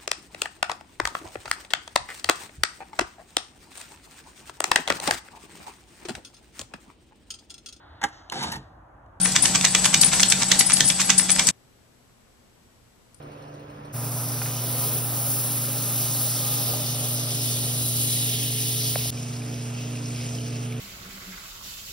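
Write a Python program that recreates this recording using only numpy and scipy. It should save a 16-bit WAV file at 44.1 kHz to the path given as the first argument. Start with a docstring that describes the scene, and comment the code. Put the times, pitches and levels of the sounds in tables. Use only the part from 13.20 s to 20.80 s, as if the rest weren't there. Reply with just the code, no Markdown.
"""A kitchen in three moments joined by short fades. First eggs simmer quietly and rattle on the pot
floor. At 0.7 s a stick of butter hits a hot pot: thousands of tiny bubbles burst in a sizzle, the pot
rings along, and a finger pushes the butter with wet knocks. From 5.9 s it foams more gently and spits,
until a fork presses it down and sets the pot humming. Mains hum, motors and room noise drone on
throughout, and all is heard through the two microphone ports of a phone held close."""
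import sys
import numpy as np
from scipy import signal
from scipy.fft import rfft, irfft, next_fast_len
from scipy.io import wavfile
from scipy.ndimage import uniform_filter1d

SR = 44100
rng = np.random.default_rng(int(sys.argv[2]) if len(sys.argv) > 2 else 0)


def digitize_waveform(pressure):
    """Quantize a signal to 16-bit integers and store it at the path in sys.argv[1].

    Rows of a 2-D input are taken as channels; values are limited to [-1, 1].
    """
    field = np.atleast_2d(pressure).T
    bounded = np.clip(field, -1, 1)
    quanta = np.round(bounded * 32767).astype(np.int16)
    wavfile.write(sys.argv[1], SR, quanta)


N = 335160
T = np.arange(N) / SR
# Simmer, sizzle and foam. Each row: start and end in seconds.
MOMENTS = [(0, .726), (.726, 5.9046), (5.9046, 7.6)]
MOMENT = np.searchsorted([end for _, end in MOMENTS[:-1]], T)
SIZZLING = MOMENT == 1

# The ride of the boil, a list per moment. 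Each row: time in seconds, small bubbles in dB per Hz,
# large bubbles in dB against them.
BOIL_LEVELS = [
    [(0.01, -113, 11.5), (0.71, -113, 12)],
    [(0.75, -76, -10), (1.0, -71.5, -11), (1.4, -73, -3), (1.55, -71, -4.5), (1.62, -67.5, -6),
     (1.74, -68.5, -5.5), (1.82, -71.5, -4.5), (2.15, -66.5, -9.5), (2.45, -69, -6.5), (3.0, -66, -6.5),
     (3.45, -68, -2.5), (3.68, -70.5, -1), (3.95, -66.5, -7), (4.1, -69.5, -1), (4.45, -66.5, -4.5),
     (4.7, -64.5, -7.5), (4.98, -64, -3), (5.15, -67.5, 1), (5.4, -66.5, -1), (5.88, -69.5, 1)],
    [(5.93, -89, 6), (6.3, -91.5, 8.5), (6.6, -91.5, 9.5), (6.7, -92, 10), (6.74, -90.5, 9),
     (6.8, -93.5, 12), (6.85, -92, 10), (6.95, -89, 9.5), (7.15, -89, 7.5), (7.35, -92, 11),
     (7.59, -93, 9.5)],
]
# The colour of the sizzle. Each row: time in seconds, lift of middling and of finest bubbles in dB.
SIZZLE_COLOUR = [(.75, 4, 4), (1.3, 3.5, 5), (1.65, -0.5, 7.5), (2.0, 1.5, 6), (2.5, 0.5, 4.5),
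                 (2.9, 2.5, 3), (3.2, 1.5, 4.5), (3.5, 1, 6), (3.9, -1, 1), (4.3, 0.5, 0), (4.6, 0, -2.5),
                 (4.95, 0, 0.5), (5.3, -2, -0.5), (5.9, 1.5, 2)]
MIDDLING_DB, MIDDLING_FOLLOW = [1, -1.1, 6.5], 0.64  # against the small; how far they follow the large
PRESS_S, PRESS_RAMP_S, PRESS_DB = 7.42, 0.08, -7  # the fork presses down and quiets the middling bubbles

def bubble_levels():
    """How loud the large, middling, small and finest bubbles are as the boil rises and falls."""
    small_db, large_db = moment_curves(BOIL_LEVELS)
    tint_db, finest_db = SIZZLING * curves(SIZZLE_COLOUR)
    press_db = PRESS_DB * np.clip((T - PRESS_S) / PRESS_RAMP_S, 0, 1)
    middling_db = per_moment(MIDDLING_DB) + MIDDLING_FOLLOW * large_db + press_db + tint_db
    return small_db + np.array([large_db, middling_db, np.zeros(N), finest_db])


# The pitches in Hz of large, middling, small and finest bubbles.
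SIZE_HZ = [3400, 5200, 10500, 14500]
# The tone between those pitches, a list per moment. Each row: pitch in Hz, relative level in dB.
BUBBLE_TONE = [
    [(1800, -100), (2500, -90), (4000, -99.5), (6000, -102), (8000, -104), (11000, -108), (15000, -113)],
    [(1800, -84), (2400, -83.5), (3300, -70), (3700, -72.5), (4400, -69), (5400, -63), (6500, -67.5),
     (8400, -67.5), (11000, -71.5), (14000, -63), (15500, -67)],
    [(1900, -90), (2650, -75), (3400, -80.5), (4400, -84.5), (5500, -73), (6500, -77.5), (7400, -69),
     (9300, -80.5), (11000, -84), (12500, -99), (13600, -100), (15500, -108)],
]
# The grain of each moment. Each row: bursts a second per band, spread of strength in dB, surge in dB.
BUBBLE_GRAIN = [(4995, 5.6, 0.49), (6502, 1.4, 0.59), (3405, 1.85, 1)]

def bubbles(sizes_db):
    """Bursting bubbles: each size rings a few cycles at its own pitch, and all surge together."""
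    rate, spread_db, surge_depth_db = (per_moment(column) for column in np.transpose(BUBBLE_GRAIN))
    surge_db = surge_depth_db * (0.3 * walk(12) + walk(90))
    out = 0
    for hz in 1800 * 2 ** (np.arange(17) / 5.2):
        bursts = np.zeros((2, N))
        port, i = np.nonzero(rng.random((2, N)) < rate / SR)
        kick, strength = rng.standard_normal((len(i), 2)).T
        bursts[port, i] = kick * undb(spread_db[i] * np.clip(strength, -2, 2)) / np.sqrt(rate[i])
        share = np.array([at_pitch(list(zip(SIZE_HZ, one)), hz) for one in np.eye(4)])  # nearest sizes
        tone_db = per_moment([at_pitch(row, hz) - share @ at_pitch(row, SIZE_HZ) for row in BUBBLE_TONE])
        band_db = share @ sizes_db + tone_db + 10 * np.log10(hz / 7)  # summed over the band's width
        flicker_db = 1.75 * walk(23) + 0.34 * walk(5)
        out += undb(band_db + surge_db + flicker_db) * widen(ring(bursts, hz, hz / 4.06), hz)
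    return out


# The pot wall's modes. Each row: pitch in Hz, width in Hz, dB above the large bubbles' level per Hz.
WALL_MODES = [(2977, 230, 19), (3270, 90, 11), (3660, 115, 18), (3940, 140, 16.5), (5350, 300, 17)]

def pot_wall(large_db):
    """The pot wall rings with the large bubbles of the sizzle."""
    return SIZZLING * sum(undb(db + large_db + 1.5 * walk(4.97)) * stereo_band(hz, width_hz)
                          for hz, width_hz, db in WALL_MODES)


# A whistling edge on the sizzle. Each row: time in seconds, centre in Hz, level in dB.
MOUTH_GLIDE = [(1.9, 3610, -62), (2.6, 3600, -57), (3.5, 3620, -51), (4.2, 3710, -61), (4.7, 3960, -43),
               (5.0, 3920, -42), (5.12, 3490, -43), (5.27, 3050, -46), (5.45, 2970, -54), (5.9, 2980, -62)]

def pot_mouth(width_hz=450):
    """The pot's mouth focuses the sizzle into a narrow band, lower as the phone comes nearer."""
    centre_hz, db = curves(MOUTH_GLIDE)
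    phase = 2 * np.pi * np.cumsum(centre_hz) / SR
    pair = np.array([walk(width_hz) * np.cos(phase) + walk(width_hz) * np.sin(phase) for _ in range(2)])
    mean_hz = np.mean([hz for _, hz, _ in MOUTH_GLIDE])
    return SIZZLING * undb(db + 2 * walk(12)) * widen(pair, mean_hz)


# Low knocks and pops; the loudest pop is a tick plus a low body.
# Each row: start in seconds, level in dB, first and last pitch in Hz, length in seconds.
KNOCKS_AND_POPS = [(0.29, -44, 750, 620, 0.005), (0.493, -40, 600, 500, 0.0063),
                   (3.537, -30, 900, 696, 0.005), (5.7567, -18.5, 3020, 1700, 0.00095),
                   (5.7577, -18.5, 950, 600, 0.0052), (5.856, -31, 800, 586, 0.0041)]

def pops(events):
    """Each pop is a few cycles of a tone that falls in pitch."""
    out = np.zeros(N)
    for start, db, first_hz, last_hz, length in events:
        progress = np.arange(int(length * SR)) / (length * SR)
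        hz = last_hz + (first_hz - last_hz) * np.exp(-progress / 0.19)
        envelope = undb(db) * np.sin(np.pi * progress) ** 0.7
        i = int(start * SR)
        out[i:i + len(hz)] += envelope * np.sin(2 * np.pi * np.cumsum(hz) / SR)
    return out


# The loudest spits in the foam. Each row: start in seconds, level in dB, pitch in Hz.
LOUD_SPITS = [(5.975, -36, 2450), (6.1658, -33, 5330), (6.2194, -36, 2450), (6.3418, -31, 5630),
              (6.61, -37, 2900), (6.64, -39, 2800), (6.737, -45, 2540), (6.755, -36, 2600),
              (6.772, -39, 2550), (6.79, -40, 2650), (6.8583, -31, 5690), (6.905, -37, 2360),
              (6.961, -31, 5430), (7.0104, -34, 5120), (7.0578, -35, 2880), (7.085, -37, 2950),
              (7.1511, -30, 5190), (7.185, -33, 3000), (7.205, -37, 2950), (7.3646, -33, 5180),
              (7.5233, -34, 2310)]
FAINT_SPITS, FAINT_DB, FAINT_SPREAD_DB = 40, -48.5, 5

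def spits():
    """The foam spits: ten-cycle pings with a spray of hiss, faint ones scattered among the loud."""
    start, end = MOMENTS[-1]
    when, size, tune, register = rng.random((FAINT_SPITS, 4)).T
    faint_s = start + when * (end - start - .05)
    faint_db = FAINT_DB + FAINT_SPREAD_DB * (2 * size - 1)
    faint_hz = np.where(register < .5, 2750, 5330) * (1.014 + 0.17 * tune)
    events = LOUD_SPITS + list(zip(faint_s, faint_db, faint_hz))
    pings = pops([(s, db, hz, 0.995 * hz, 10 / hz) for s, db, hz in events])
    spray = decays([(s, db - 9, .004) for s, db, _ in events])
    return pings + spray * noise_band(5100, width_hz=4500)


# The eggs' chatter. Each row: start in seconds, relative level in dB.
EGG_HITS = [(0.0243, -54), (0.1166, -58), (0.1755, -59), (0.2214, -55), (0.2788, -59), (0.3394, -55),
            (0.3955, -56), (0.4978, -56), (0.5794, -64), (0.6494, -51)]
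# Its bright metal ring. Each row: pitch in Hz, width in Hz, level in dB.
EGG_HIT_MODES = [(4210, 270, -3), (5630, 420, -2), (8430, 380, 0), (10500, 3000, -3.5)]

def egg_rattles(decay_s=0.017):
    """Eggs chatter on the pot floor and ring a few bright modes."""
    chatter = decays([(s, db - 6.5, decay_s) for s, db in EGG_HITS])
    return chatter * sum(undb(db) * noise_band(hz, width_hz) for hz, width_hz, db in EGG_HIT_MODES)


# Wet knocks. Each row: start in seconds, level in dB, decay in seconds.
BUTTER_KNOCKS = [(1.2175, -32, .004), (1.2585, -38.5, 0.011), (1.308, -46, 0.0026)]
# The body of a knock. Each row: pitch in Hz, level in dB.
KNOCK_MODES = [(900, -1), (1400, 0), (2030, -2), (2480, -2)]

def butter_knocks():
    """A finger pushes the butter against the pot: a short knock with a wet splash of noise."""
    knock = sum(undb(db) * np.sin(2 * np.pi * (hz * T + rng.random())) for hz, db in KNOCK_MODES)
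    return decays(BUTTER_KNOCKS) * (knock + noise_band(1750, width_hz=1900))


def fork(start_s=7.37, hz=1217, db=-42, rise_s=.03, decay_s=.07):
    """The pot hums briefly under the fork."""
    age = np.clip(T - start_s, 0, None)
    envelope = (1 - np.exp(-age / rise_s)) * np.exp(-age / decay_s)
    return undb(db) * envelope * np.sin(2 * np.pi * hz * T)


# The pot floor's modes. Each row: pitch in Hz, width in Hz, dB above the drone's or roar's level per Hz.
FLOOR_MODES = [(598, 54, 19), (802, 48, 22.5), (995, 32, 18.5), (1230.3, 23, 22)]
# Their faders. Each row: time in seconds, then a gain in dB for each of the four modes.
FLOOR_GAINS = [(0.8, 1, -4, 3, -9), (1.1, -2, 1, 5, 0), (1.35, -8, 0, 0, -2), (1.6, -8, -6, 5, 8),
               (1.95, -5, 4, -2, -5), (2.35, 1, -1, -4, -3), (2.7, -2, 1, -9, 3), (3.25, 2, 2.5, -9, 2.5),
               (3.9, 2, 2, -3, -1), (4.5, 0.5, -1, -13, -4), (5.2, -8, 0, -11, -10), (5.9, -10, -2, -8, -8)]

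def pot_floor(drone_db, roar_db):
    """The pot floor rings under the sizzle, its modes swelling in turn."""
    out = 0
    for (hz, width_hz, db), gain_db in zip(FLOOR_MODES, curves(FLOOR_GAINS)):
        drive_db = drone_db if hz < 750 else roar_db
        out += undb(db + drive_db + gain_db) * stereo_band(hz, width_hz)
    return SIZZLING * out


# The ride of the hum, a list per moment. Each row: time in seconds, hum in dB, its octave in dB.
HUM_LEVELS = [
    [(0.01, -54, -77)],
    [(0.8, -32, -44.5), (2.5, -33, -44.5), (3.3, -32.5, -43.5), (4.7, -30.5, -41.5), (5.8, -31.5, -44)],
    [(5.97, -34, -39.5), (7.58, -31.5, -38.5)],
]
# The hum's buzz. Each row: multiple of the hum's pitch, level in dB against the hum.
HUM_PARTIALS = [(.5, -28.5), (1.5, -23), (3, -25), (4, -33)]

def mains_hum(hz=120):
    """Mains hum at a steady pitch, with its octave and weaker partials that waver in level."""
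    hum_db, octave_db = moment_curves(HUM_LEVELS)
    phase = 2 * np.pi * hz * T
    buzz = sum(undb(db + 0.91 * walk(3.3)) * np.sin(k * phase) for k, db in HUM_PARTIALS)
    octave = undb(octave_db) * np.sin(2 * phase - 1.3)
    return np.sqrt(2) * (undb(hum_db) * (np.sin(phase) + buzz) + octave)


# The motor chord, a list per moment. Each row: pitch in Hz, level in dB.
MOTOR_TONES = [
    [(146.4, -48), (292.5, -51), (281.2, -62), (143.1, -62), (360.6, -66), (442, -66)],
    [(146.2, -46), (292.4, -50), (143.75, -51), (287.6, -52), (431.4, -53), (155.95, -48)],
    [(147.0, -45), (294.3, -51), (292.3, -52), (438.5, -50), (156.6, -52)],
]
# The swell of its highest tone. Each row: time in seconds, gain in dB.
TOP_TONE_SWELL = [(0, 0.5), (2.4, -2.5), (4.4, 0.5), (5.5, 6), (5.9, 4), (5.92, -1), (7.0, 0), (7.3, 2),
                  (7.6, 3)]

def motors():
    """Motors drone in slightly wavering tones; close pairs beat."""
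    swell_db, = curves(TOP_TONE_SWELL)
    out = np.zeros(N)
    for (start, end), tones in zip(MOMENTS, MOTOR_TONES):
        playing = (T >= start) & (T < end)
        for hz, db in tones:
            phase = 2 * np.pi * (hz * T + rng.random() + 0.055 * walk(1.91))
            out += playing * undb(db + walk(3.28) + (hz > 400) * swell_db) * np.sin(phase)
    return np.sqrt(2) * out


# Dull swells and dips. Each row: centre and half length in seconds, then bass, drone and roar in dB.
AIR_SWELLS = [(1.2, .06, -1, 0, 0), (1.65, 0.17, -6, 3.5, 1), (2.4, 0.44, 0, 0.5, 1),
              (5.303, 0.21, -5, -1.5, -2), (3.526, 0.05, 15, 3.5, -0.5), (7.2, 0.2, 2, 1.5, -1)]
# Which of those three gains moves the bass, the low drone, the upper drone and the roar.
SWELL_ROUTING = [0, 1, 1, 2]
# The bed of each moment in dB per Hz: bass at 60 Hz, room drone at 560 Hz, pot roar at 1100 Hz.
BASS_DB, ROOM_DB, ROAR_DB = [-82, -73, -73.5], [-75, -70, -74], [-86, -76, -83.5]

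def air_levels(damping_s=0.99):
    """Levels of bass, low drone, upper drone and roar; spreading fat damps the roar, then upper drone."""
    def damping(from_s):
        return SIZZLING * (1 - np.exp(-np.clip(T - from_s, 0, None) / damping_s))
    bass_db = per_moment(BASS_DB) + 3.5 * walk(4.12)
    room_db = per_moment(ROOM_DB)
    drone_db = room_db - 7 * damping(from_s=4.45)
    roar_db = per_moment(ROAR_DB) - 8.5 * damping(from_s=3.49)
    swells_db = sum(np.outer(np.array(gains_db)[SWELL_ROUTING], bell(s, half_s))
                    for s, half_s, *gains_db in AIR_SWELLS)
    return np.array([bass_db, room_db, drone_db, roar_db]) + swells_db


# The tone of room and pot noise, a list per moment. Each row: pitch in Hz, relative level in dB.
AIR_TONE = [
    [(30, -22), (70, -30), (110, -16), (200, -2), (300, -11), (500, 1), (620, -6.5), (780, -23),
     (900, -23.5), (1150, -22.5), (1350, -21), (1500, -23), (2600, -38.5)],
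    [(30, -23), (60, -16.5), (100, -14.5), (200, -20.5), (270, -19.5), (330, -27.5), (400, -19.5),
     (480, -18.5), (650, -18), (900, -30), (1300, -26), (1800, -39), (2600, -32)],
    [(30, -20), (60, -15), (100, -12), (165, -14), (250, -12), (330, -19), (450, -17), (650, -17),
     (900, -27), (1300, -21), (1800, -27.5), (2600, -31)],
]

def air(bass_db, room_db, drone_db, roar_db):
    """Room drone and pot roar: third-octave bands of noise that flicker a little."""
    out = 0
    for hz in 32 * 2 ** (np.arange(20) / 3):
        level_db, anchor_hz = ((bass_db, 60) if hz < 105 else (room_db, 560) if hz < 450 else
                               (drone_db, 560) if hz < 750 else (roar_db, 1100))
        tone_db = per_moment([at_pitch(tone, hz) - at_pitch(tone, anchor_hz) for tone in AIR_TONE])
        band_db = level_db + tone_db + 10 * np.log10(hz / 4)  # summed over the band's width
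        out += undb(band_db + 1.1 * walk(9.9)) * stereo_band(hz, hz / 3)
    return out


# Soft low thumps. Each row: centre in seconds, level in dB, pitch in Hz.
AIR_PUFFS = [(0.965, -58, 55), (1.01, -57, 55), (1.12, -49, 70), (1.17, -58, 55), (1.24, -56, 70),
             (3.18, -63, 60), (3.35, -63, 55)]

def puffs(half_s=.015):
    """Air puffs against the ports as the arm moves."""
    return sum(undb(db) * bell(s, half_s) * np.cos(2 * np.pi * hz * (T - s)) for s, db, hz in AIR_PUFFS)


def undb(db):
    """Decibels to amplitude."""
    return np.exp(np.asarray(db) * (np.log(10) / 20))


def at_pitch(table, hz):
    """Value of (Hz, value) rows on a log axis."""
    pitches, values = np.transpose(table)
    return np.interp(np.log(hz), np.log(pitches), values)


def per_moment(values):
    """One value for each moment, at every sample."""
    return np.asarray(values)[MOMENT]


def curves(table, t=T):
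    """A curve over time for each value column of (seconds, values..) rows."""
    times, *columns = np.transpose(table)
    return np.array([np.interp(t, times, column) for column in columns])


def moment_curves(tables):
    """Curves from one table per moment, joined end to end."""
    spans = np.split(T, [round(end * SR) for _, end in MOMENTS[:-1]])
    return np.hstack([curves(table, t) for table, t in zip(tables, spans)])


def bell(centre_s, half_s):
    """A smooth rise and fall."""
    return np.exp(-.5 * ((T - centre_s) / half_s) ** 2)


def decays(events):
    """Sudden starts that die away, from (start in seconds, dB, decay in seconds) rows."""
    out = np.zeros(N)
    for s, db, decay_s in events:
        tail = out[int(s * SR):int((s + 8 * decay_s) * SR)]
        tail += undb(db) * np.exp(-T[:len(tail)] / decay_s)
    return out


def walk(rate):
    """Random levels held 1 / rate seconds and smoothed twice; spread near 1."""
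    hold = int(SR / rate)
    steps = np.repeat(rng.standard_normal(N // hold + 1), hold)
    return 1.3 * uniform_filter1d(uniform_filter1d(steps, hold), hold)[:N]


def ring(x, hz, width_hz):
    """A resonance applied twice, scaled to rms 1."""
    b, a = signal.iirpeak(hz, hz / width_hz, SR)
    y = signal.lfilter(b, a, signal.lfilter(b, a, x))
    return y / np.sqrt(np.mean(y ** 2))


def noise_band(hz, width_hz):
    """Mono noise through a resonance."""
    return ring(rng.standard_normal(N), hz, width_hz)


def stereo_band(hz, width_hz):
    """Resonant noise, partly alike at the two ports."""
    return widen(ring(rng.standard_normal((2, N)), hz, width_hz), hz)


# Stereo width. Each row: pitch in Hz, side level in dB against the middle.
STEREO_WIDTH = [(60, -24), (200, -16), (400, -14), (650, -7.5), (1000, -1.5), (1300, -10.5), (1800, -13),
                (2400, -4.5), (3300, -10.5), (4500, -6), (5300, -7), (6300, -3.5), (15000, -5.5)]
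OPPOSITE = np.array([[1], [-1]])

def widen(pair, hz):
    """One signal is common to the ports; the other reaches them with opposite signs."""
    return pair[0] + undb(at_pitch(STEREO_WIDTH, hz)) * pair[1] * OPPOSITE


# Width moves, a list per moment. Each row: time in seconds, side gain in dB for bass, low and upper mids.
WIDTH_GAINS = [
    [(0.01, 0, 13, 5), (0.71, 0, 13, 6)],
    [(0.75, 3, -9, -3), (1.2, 4, -9, -2), (1.4, 1, -8, -3), (2.3, 5, -10, -6), (3.2, 6, -8, -4.5),
     (3.4, 2, 0, 2), (4.1, 4, 1, 4.5), (4.8, 1, 6.5, 4.5), (5.88, 4, 11, 1)],
    [(5.93, 2, 6.5, -1.5), (7.59, 1, 7, -1.5)],
]
# Those three bands. Each row: lower and upper edge in Hz.
WIDTH_BANDS = [(1, 90), (560, 1200), (1200, 5200)]

def width_moves(side, hz):
    """The stereo image narrows and widens by band over time."""
    bands = np.array([below(high, hz) - below(low, hz) for low, high in WIDTH_BANDS])
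    n = 2 * (len(hz) - 1)
    side_bands = irfft(bands * side, n)[:, :N]
    change = np.sum((undb(moment_curves(WIDTH_GAINS)) - 1) * side_bands, axis=0)
    return side + rfft(change, n)


def below(edge_hz, hz):
    """Gain of a steep low-pass."""
    return 1 / (1 + (hz / edge_hz) ** 12)


FADE_OUT_S, FADE_IN_S, FADE_IN_FLOOR = 0.0002, 0.025, 0.093

def scene():
    """The cooking over the kitchen's drone, dipping briefly where two moments meet."""
    bass_db, room_db, drone_db, roar_db = air_levels()
    mix = air(bass_db, room_db, drone_db, roar_db) + pot_floor(drone_db, roar_db)
    sizes_db = bubble_levels()
    mix += bubbles(sizes_db) + pot_wall(large_db=sizes_db[0])
    mix += mains_hum() + motors()
    mix += pops(KNOCKS_AND_POPS) + spits() + egg_rattles() + butter_knocks() + pot_mouth()
    mix += (fork() + puffs()) * np.array([[1], [-.6]])  # opposite in sign at the two ports
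    for start, _ in MOMENTS[1:]:
        fade_out = (start - T) / FADE_OUT_S
        fade_in = FADE_IN_FLOOR + (T - start) / FADE_IN_S
        mix *= np.clip(np.where(T < start, fade_out, fade_in), 0, 1)
    return mix


# Left-right phase by pitch. Each row: pitch in Hz, lead of the left channel in radians.
STEREO_PHASE = [(0, 0), (1290, -0.4), (3010, 1.1), (3360, 0.7), (5250, 0.0), (6030, 1.6), (6550, 2.5),
                (6950, 3.1), (7850, 3.18), (8150, 3.5), (9130, 5.0), (9650, 5.85), (10100, 6.26),
                (10750, 6.3), (11200, 6.7), (12230, 8.2), (12750, 9.05), (13150, 9.4), (13900, 9.45),
                (14300, 9.8), (15330, 11.4), (16600, 12.5)]
# The balance. Each row: pitch in Hz, left minus right in dB.
STEREO_BALANCE = [(60, -1), (200, -1.5), (380, -3), (700, -2.1), (1300, -1.1), (2400, -1.1), (4400, 0),
                  (15000, 0)]
SCATTER_HZ, SCATTER_LIKENESS = 5800, .68  # higher sound arrives by many paths, only partly alike
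TOP_HZ = 15720

def record(dry):
    """The treble spreads wide, its middle hollow near 7.4 and 13.5 kHz; the top is cut."""
    n = 2 * next_fast_len(N // 2 + 1)
    hz = np.arange(n // 2 + 1) * SR / n
    half_lead = np.interp(hz, *np.transpose(STEREO_PHASE)) / 2
    in_phase, crossed = np.cos(half_lead), np.sin(half_lead)
    mid, dry_side = rfft(np.array([dry[0] + dry[1], dry[0] - dry[1]]) / 2, n)
    direct = below(SCATTER_HZ, hz)
    likeness = direct + (1 - direct) * SCATTER_LIKENESS
    side = 1j * likeness * crossed * mid + (direct * in_phase + (1 - direct) * crossed) * dry_side
    balance = undb(np.outer([.5, -.5], at_pitch(STEREO_BALANCE, hz + 1)))
    stereo = irfft(balance * (in_phase * mid + width_moves(side, hz) * OPPOSITE), n)[:, :N]
    return signal.sosfilt(signal.ellip(16, .2, 80, TOP_HZ, fs=SR, output="sos"), stereo)


dry = scene()
out = record(dry)
digitize_waveform(out)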